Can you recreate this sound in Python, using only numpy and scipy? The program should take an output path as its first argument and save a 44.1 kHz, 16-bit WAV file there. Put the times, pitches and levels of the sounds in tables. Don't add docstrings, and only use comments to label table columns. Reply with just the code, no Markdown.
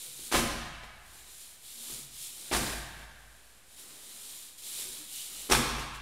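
import sys
import numpy as np
from scipy import signal
from scipy.fft import rfft, irfft
from scipy.io import wavfile
from scipy.ndimage import uniform_filter1d

SR = 44100
rng = np.random.default_rng(int(sys.argv[2]) if len(sys.argv) > 2 else 0)


def natural_amplitude(level_db):
    exponent = np.asarray(level_db, float) / 20
    return 10 ** exponent


def waveform_to_disk(signal):
    frames = np.transpose(np.atleast_2d(signal))
    scaled = np.clip(frames, -1, 1) * 32767
    samples = np.round(scaled).astype(np.int16)
    wavfile.write(sys.argv[1], SR, samples)


N = 265041

# pitch_hz, density_db (per Hz)
AIR_COLOUR = [(60, -16.5), (180, -21), (1000, -23.5), (2500, -23.5), (6000, -28), (11000, -27.5),
              (14000, -36), (16000, -51)]
# peak_s, grit_level_db, rise_s, fall_s, weight_on_tyre_db
SCUFFS = [(0.06, -46, 0.22, 0.11, -3), (0.27, -43, 0.16, 0.057, 0), (0.845, -59, 0.013, 0.024, 8),
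          (1.2, -55.5, 0.21, 0.17, 6.5), (1.42, -51.5, 0.22, 0.23, -8), (1.71, -46.5, 0.09, 0.14, -5),
          (1.89, -43, 0.14, 0.19, 2.5), (2.23, -43, 0.1, 0.13, -7.5), (2.43, -47, 0.16, 0.45, 4.5),
          (2.66, -43.5, 0.14, 0.15, 17.5), (3.02, -63.5, 0.16, 0.029, 19), (3.5, -63, 0.51, 0.19, 0),
          (3.73, -57.5, 0.087, 0.045, -10), (3.8, -49.5, 0.043, 0.064, 6), (3.93, -51.5, 0.14, 0.12, 10),
          (4.12, -49, 0.17, 0.29, 5), (4.381, -48, 0.2, 0.18, 0.5), (4.59, -48, .015, .03, -12),
          (4.68, -42.5, 0.07, 0.22, -4), (4.85, -43, 0.19, 0.24, 4.5), (5.18, -42.5, 0.12, 0.14, -7),
          (5.42, -44.5, 0.21, 0.11, 4.5), (5.795, -55.5, 0.05, 0.06, 28), (5.952, -51, 0.013, 0.026, 5)]
# pitch_hz, width_hz, level_db
GRIT_BANDS = [(7160, 610, 2.5), (9000, 2770, 0), (13370, 7100, -9), (5250, 2700, -6.5)]
# pitch_hz, width_hz, level_db
TREAD_BANDS = [(3030, 940, -3), (4070, 710, 1.5), (2360, 310, -9)]
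# start_s, pitch_hz, width_hz, level_db,
# t60_s
FRAME_HUMS = [
    (0.3095, 1640, 700, -45.5, 2.36),
    (2.53, 1630, 330, -44, 2.15),
    (5.52, 1130, 450, -38, 2),
    (5.519, 5650, 270, -13.5, 0.037),
    (0.36, 703, 260, -45.5, 1.67),
    (1.92, 137, 24, -63.5, 0.6),
    (0.042, 500, 55, -64.5, 0.44),
    (2.55, 713, 300, -48.5, 2.02),
]
# peak_s, pitch_hz, level_db, rise_s, fall_s
TYRE_TONES = [
    (0.1, 137.4, -68.5, 0.046, 0.05),
    (1.809, 230, -61, 0.053, .06),
    (1.915, 322, -59, 0.018, .03),
    (4.88, 376, -56.5, 0.034, 0.034),
    (5.015, 302, -54.5, 0.034, 0.035),
    (5.42, 51.9, -59, .1, .1),
]
# start_s, slap_level_db, thump_db and rattle_db (both relative to the slap)
CONTACTS = [(0.192, -50, 2, -3), (0.315, -26, -10, 3.5), (0.323, -23, -11.5, -3), (0.332, -24, -12, -4),
            (0.341, -18, -2, -11), (0.347, -17, -15, -14), (0.353, -23, -8, -3.5), (0.361, -22.5, -11, -2),
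            (0.375, -22, -6.5, -6), (0.388, -21.5, -6.5, -5), (0.834, -35.5, -28, -18), (1.899, -47, 3, 11),
            (1.92, -43.5, -13, 4), (2.513, -24, -4.5, -12), (2.519, -24.5, -24, -4),
            (2.527, -21, -4.5, -2.5), (2.536, -21.5, -14, -4.5), (2.547, -20.5, -6, -8),
            (2.563, -21, -25, -3), (3.029, -42.5, -16, -19), (4.851, -54.5, 4.5, 20), (4.889, -61, -7, 7),
            (5.491, -35, -4, 0), (5.498, -22, -4, -2), (5.511, -16, -2, -1), (5.519, -11, -16, -6),
            (5.531, -16, -15.5, -22), (5.548, -16, -35, -6.5), (5.789, -34, -15, -0.5),
            (5.95, -37, -21, -18)]
# pitch_hz, width_hz, level_db
CARCASS = [(226.7, 62.3, 11), (382, 139, 15.5), (136, 163, -10.5), (62, 78, -9)]
# pitch_hz, width_hz, level_db
SLAP_BANDS = [(689, 634, 6), (1161, 1060, 11.5), (1920, 3020, 7.5), (3830, 2870, 3)]
# pitch_hz, width_hz, level_db
RATTLE_BANDS = [(4810, 2380, 0.5), (7370, 5760, 3), (9470, 4780, 2.5)]
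# peak_s, level_db, rise_s, fall_s
SQUEALS = [
    (5.2, -52.5, 0.096, 0.074),
    (5.4, -56, 0.12, 0.12),
]
# pitch_hz, t60_s, level_db
HALL_DECAY = [(39, 3.2, 0), (120, 1.33, 17.5), (271, 0.92, -0.5), (470, 0.6, 3.5), (795, 1.48, -3.5),
              (2500, 1.65, -2), (5230, 1.09, 0), (10900, 0.69, 1)]
# pitch_hz, level_db, t60_s
BASS_MODES = [(50, -4, 1.62), (54.13, -2.5, 2.03), (132.8, -20, 2.7), (134.2, -7, 1.46), (29.66, 1.5, 1.5)]


def rms_one(x):
    return x / np.sqrt(np.mean(x ** 2))


def resonate(x, peaks):
    out = 0
    for k, (hz, width, db) in enumerate(peaks):
        b, a = signal.iirpeak(hz, hz / width, SR)
        out = out + (-1) ** k * natural_amplitude(db) * signal.lfilter(b, a, x)
    return out


def twice(x, hz, width):
    return resonate(resonate(x, [(hz, width, 0)]), [(hz, width, 0)])


def grains(rate_hz, spread_db):
    hit = rng.random(N) < rate_hz / SR
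    size = natural_amplitude(spread_db * rng.exponential(size=N))
    return rms_one(hit * rng.standard_normal(N) * size)


def walk(rate_hz):
    hold = int(SR / rate_hz)
    levels = np.repeat(rng.standard_normal(N // hold + 1), hold)
    return 3.0 * uniform_filter1d(levels, hold)[:N]


def swell(peak_s, rise_s, fall_s):
    away = np.arange(N) / SR - peak_s
    return -12 * (away / np.where(away < 0, rise_s, fall_s)) ** 2


def air():
    hz = np.fft.rfftfreq(N, 1 / SR)
    known_hz, db = np.transpose(AIR_COLOUR)
    colour = natural_amplitude(np.interp(np.log(hz + 1), np.log(known_hz), db))
    hiss = irfft(rfft(rng.standard_normal(N)) * colour, N)
    return natural_amplitude(-61) * rms_one(hiss)


def scuffs():
    tread_db, whirr_db, rumble_db = -8, -18.5, -26
    rumble_per_weight = 1.17
    grit = resonate(resonate(grains(20000, 1.2), GRIT_BANDS), [(8900, 22000, 0)])
    tread = resonate(resonate(grains(12000, 0.96), TREAD_BANDS), [(3630, 8200, 0)])
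    whirr = resonate(resonate(grains(6000, 0.89), [(1240, 5000, 0)]), [(1220, 5200, 0)])
    rumble = resonate(resonate(grains(3000, 1.1), [(231, 166, 0.5), (402, 320, 0)]), [(290, 620, 0)])
    scrub = rms_one(grit) + natural_amplitude(tread_db) * rms_one(tread)

    scrub_power, whirr_power, rumble_power = np.zeros((3, N))
    for s, db, rise, fall, weight_db in SCUFFS:
        power = natural_amplitude(2 * (db + swell(s, rise, fall)))
        scrub_power += power
        whirr_power += power * natural_amplitude(2 * (whirr_db + weight_db))
        rumble_power += power * natural_amplitude(2 * (rumble_db + rumble_per_weight * weight_db))
    out = np.sqrt(scrub_power) * scrub
    out += np.sqrt(whirr_power) * rms_one(whirr)
    out += np.sqrt(rumble_power) * rms_one(rumble)
    return natural_amplitude(0.4 * walk(18)) * out


def frame():
    t = np.arange(N) / SR
    out = np.zeros(N)
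    for s, hz, width, db, t60 in FRAME_HUMS:
        age = np.maximum(t - s, 0)
        onset = np.minimum(age / 0.005, 1)
        band = rms_one(twice(rng.standard_normal(N), hz, width))
        out += natural_amplitude(db) * band * onset * 1000. ** (-age / t60)
    return out


def tyre_tones():
    t = np.arange(N) / SR
    out = np.zeros(N)
    for s, hz, db, rise, fall in TYRE_TONES:
        out += natural_amplitude(db + swell(s, rise, fall)) * np.sin(2 * np.pi * hz * (t - s))
    return out


def contacts():
    slap_decay_s = 0.011
    push, slap, rattle = np.zeros((3, N))
    t = np.arange(SR // 8) / SR
    rough, chain = grains(22000, 0.93), grains(26000, 0.49)
    for s, slap_db, thump_db, rattle_db in CONTACTS:
        start = int(s * SR)
        at = slice(start, min(start + len(t), N))
        age = t[:at.stop - start]
        fade = np.exp(-age / slap_decay_s)
        push[at] += natural_amplitude(slap_db + thump_db - 2.5) * age / 0.0006 * np.exp(1 - age / 0.00059)
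        slap[at] += natural_amplitude(slap_db - 2.0) * fade
        rattle[at] += natural_amplitude(slap_db + rattle_db + 1.0) * fade ** 0.66 * np.minimum(age / 0.0048, 1)
    clatter = resonate(slap * rough, SLAP_BANDS) + resonate(rattle * chain, RATTLE_BANDS)
    return resonate(push, CARCASS), clatter


def squeals():
    squeal = rms_one(twice(rng.standard_normal(N), 2940, 300))
    return squeal * sum(natural_amplitude(db + swell(s, rise, fall)) for s, db, rise, fall in SQUEALS)


def hall():
    build_s = 0.0056
    size = 2 * SR
    t = np.arange(size) / SR
    hz = np.fft.rfftfreq(size, 1 / SR)
    noise = rfft(rng.standard_normal(size))
    known_hz, t60s, dbs = np.transpose(HALL_DECAY)
    out = np.zeros(size)
    for octave in np.arange(15, 43) / 3:
        share = np.clip(1 - 3 * np.abs(np.log2(hz + 1) - octave), 0, 1)
        t60 = np.interp(octave, np.log2(known_hz), t60s)
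        db = np.interp(octave, np.log2(known_hz), dbs)
        out += natural_amplitude(db) * irfft(noise * share) * 1000. ** (-t / t60)
    out *= 1 - np.exp(-t / build_s)
    return out / np.sqrt(.07 * SR)


def bass_modes():
    t = np.arange(3 * SR) / SR
    return sum(natural_amplitude(db) * np.sin(2 * np.pi * hz * t) * 1000. ** (-t / t60) for hz, db, t60 in BASS_MODES)


def scene():
    background = air()
    roll = scuffs() + frame() + tyre_tones() + squeals()
    thump, clatter = contacts()
    knocks = thump + clatter
    to_hall = natural_amplitude(-1.5) * knocks + natural_amplitude(-6.5) * roll
    echo = signal.fftconvolve(to_hall, hall())[:N]
    boom = natural_amplitude(-37) * signal.fftconvolve(thump, bass_modes())[:N]
    mono = knocks + roll + echo + boom + background
    return np.array([mono, mono])


def top_cut(x):
    return signal.sosfilt(signal.butter(12, 15740, fs=SR, output="sos"), x)


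def record(dry):
    late = np.roll(dry[0], 300)
    stray = natural_amplitude(-31.5) * resonate(late, [(1640, 1200, 4.7), (4650, 3700, 5.1), (14100, 330, 15.0)])
    low_pass = signal.ellip(10, .2, 70, 15700, fs=SR, output="sos")
    cut = signal.sosfilt(low_pass, dry + np.array([stray, -stray]))
    return top_cut(cut + 0.00089)


dry = scene()
out = record(dry)
waveform_to_disk(out)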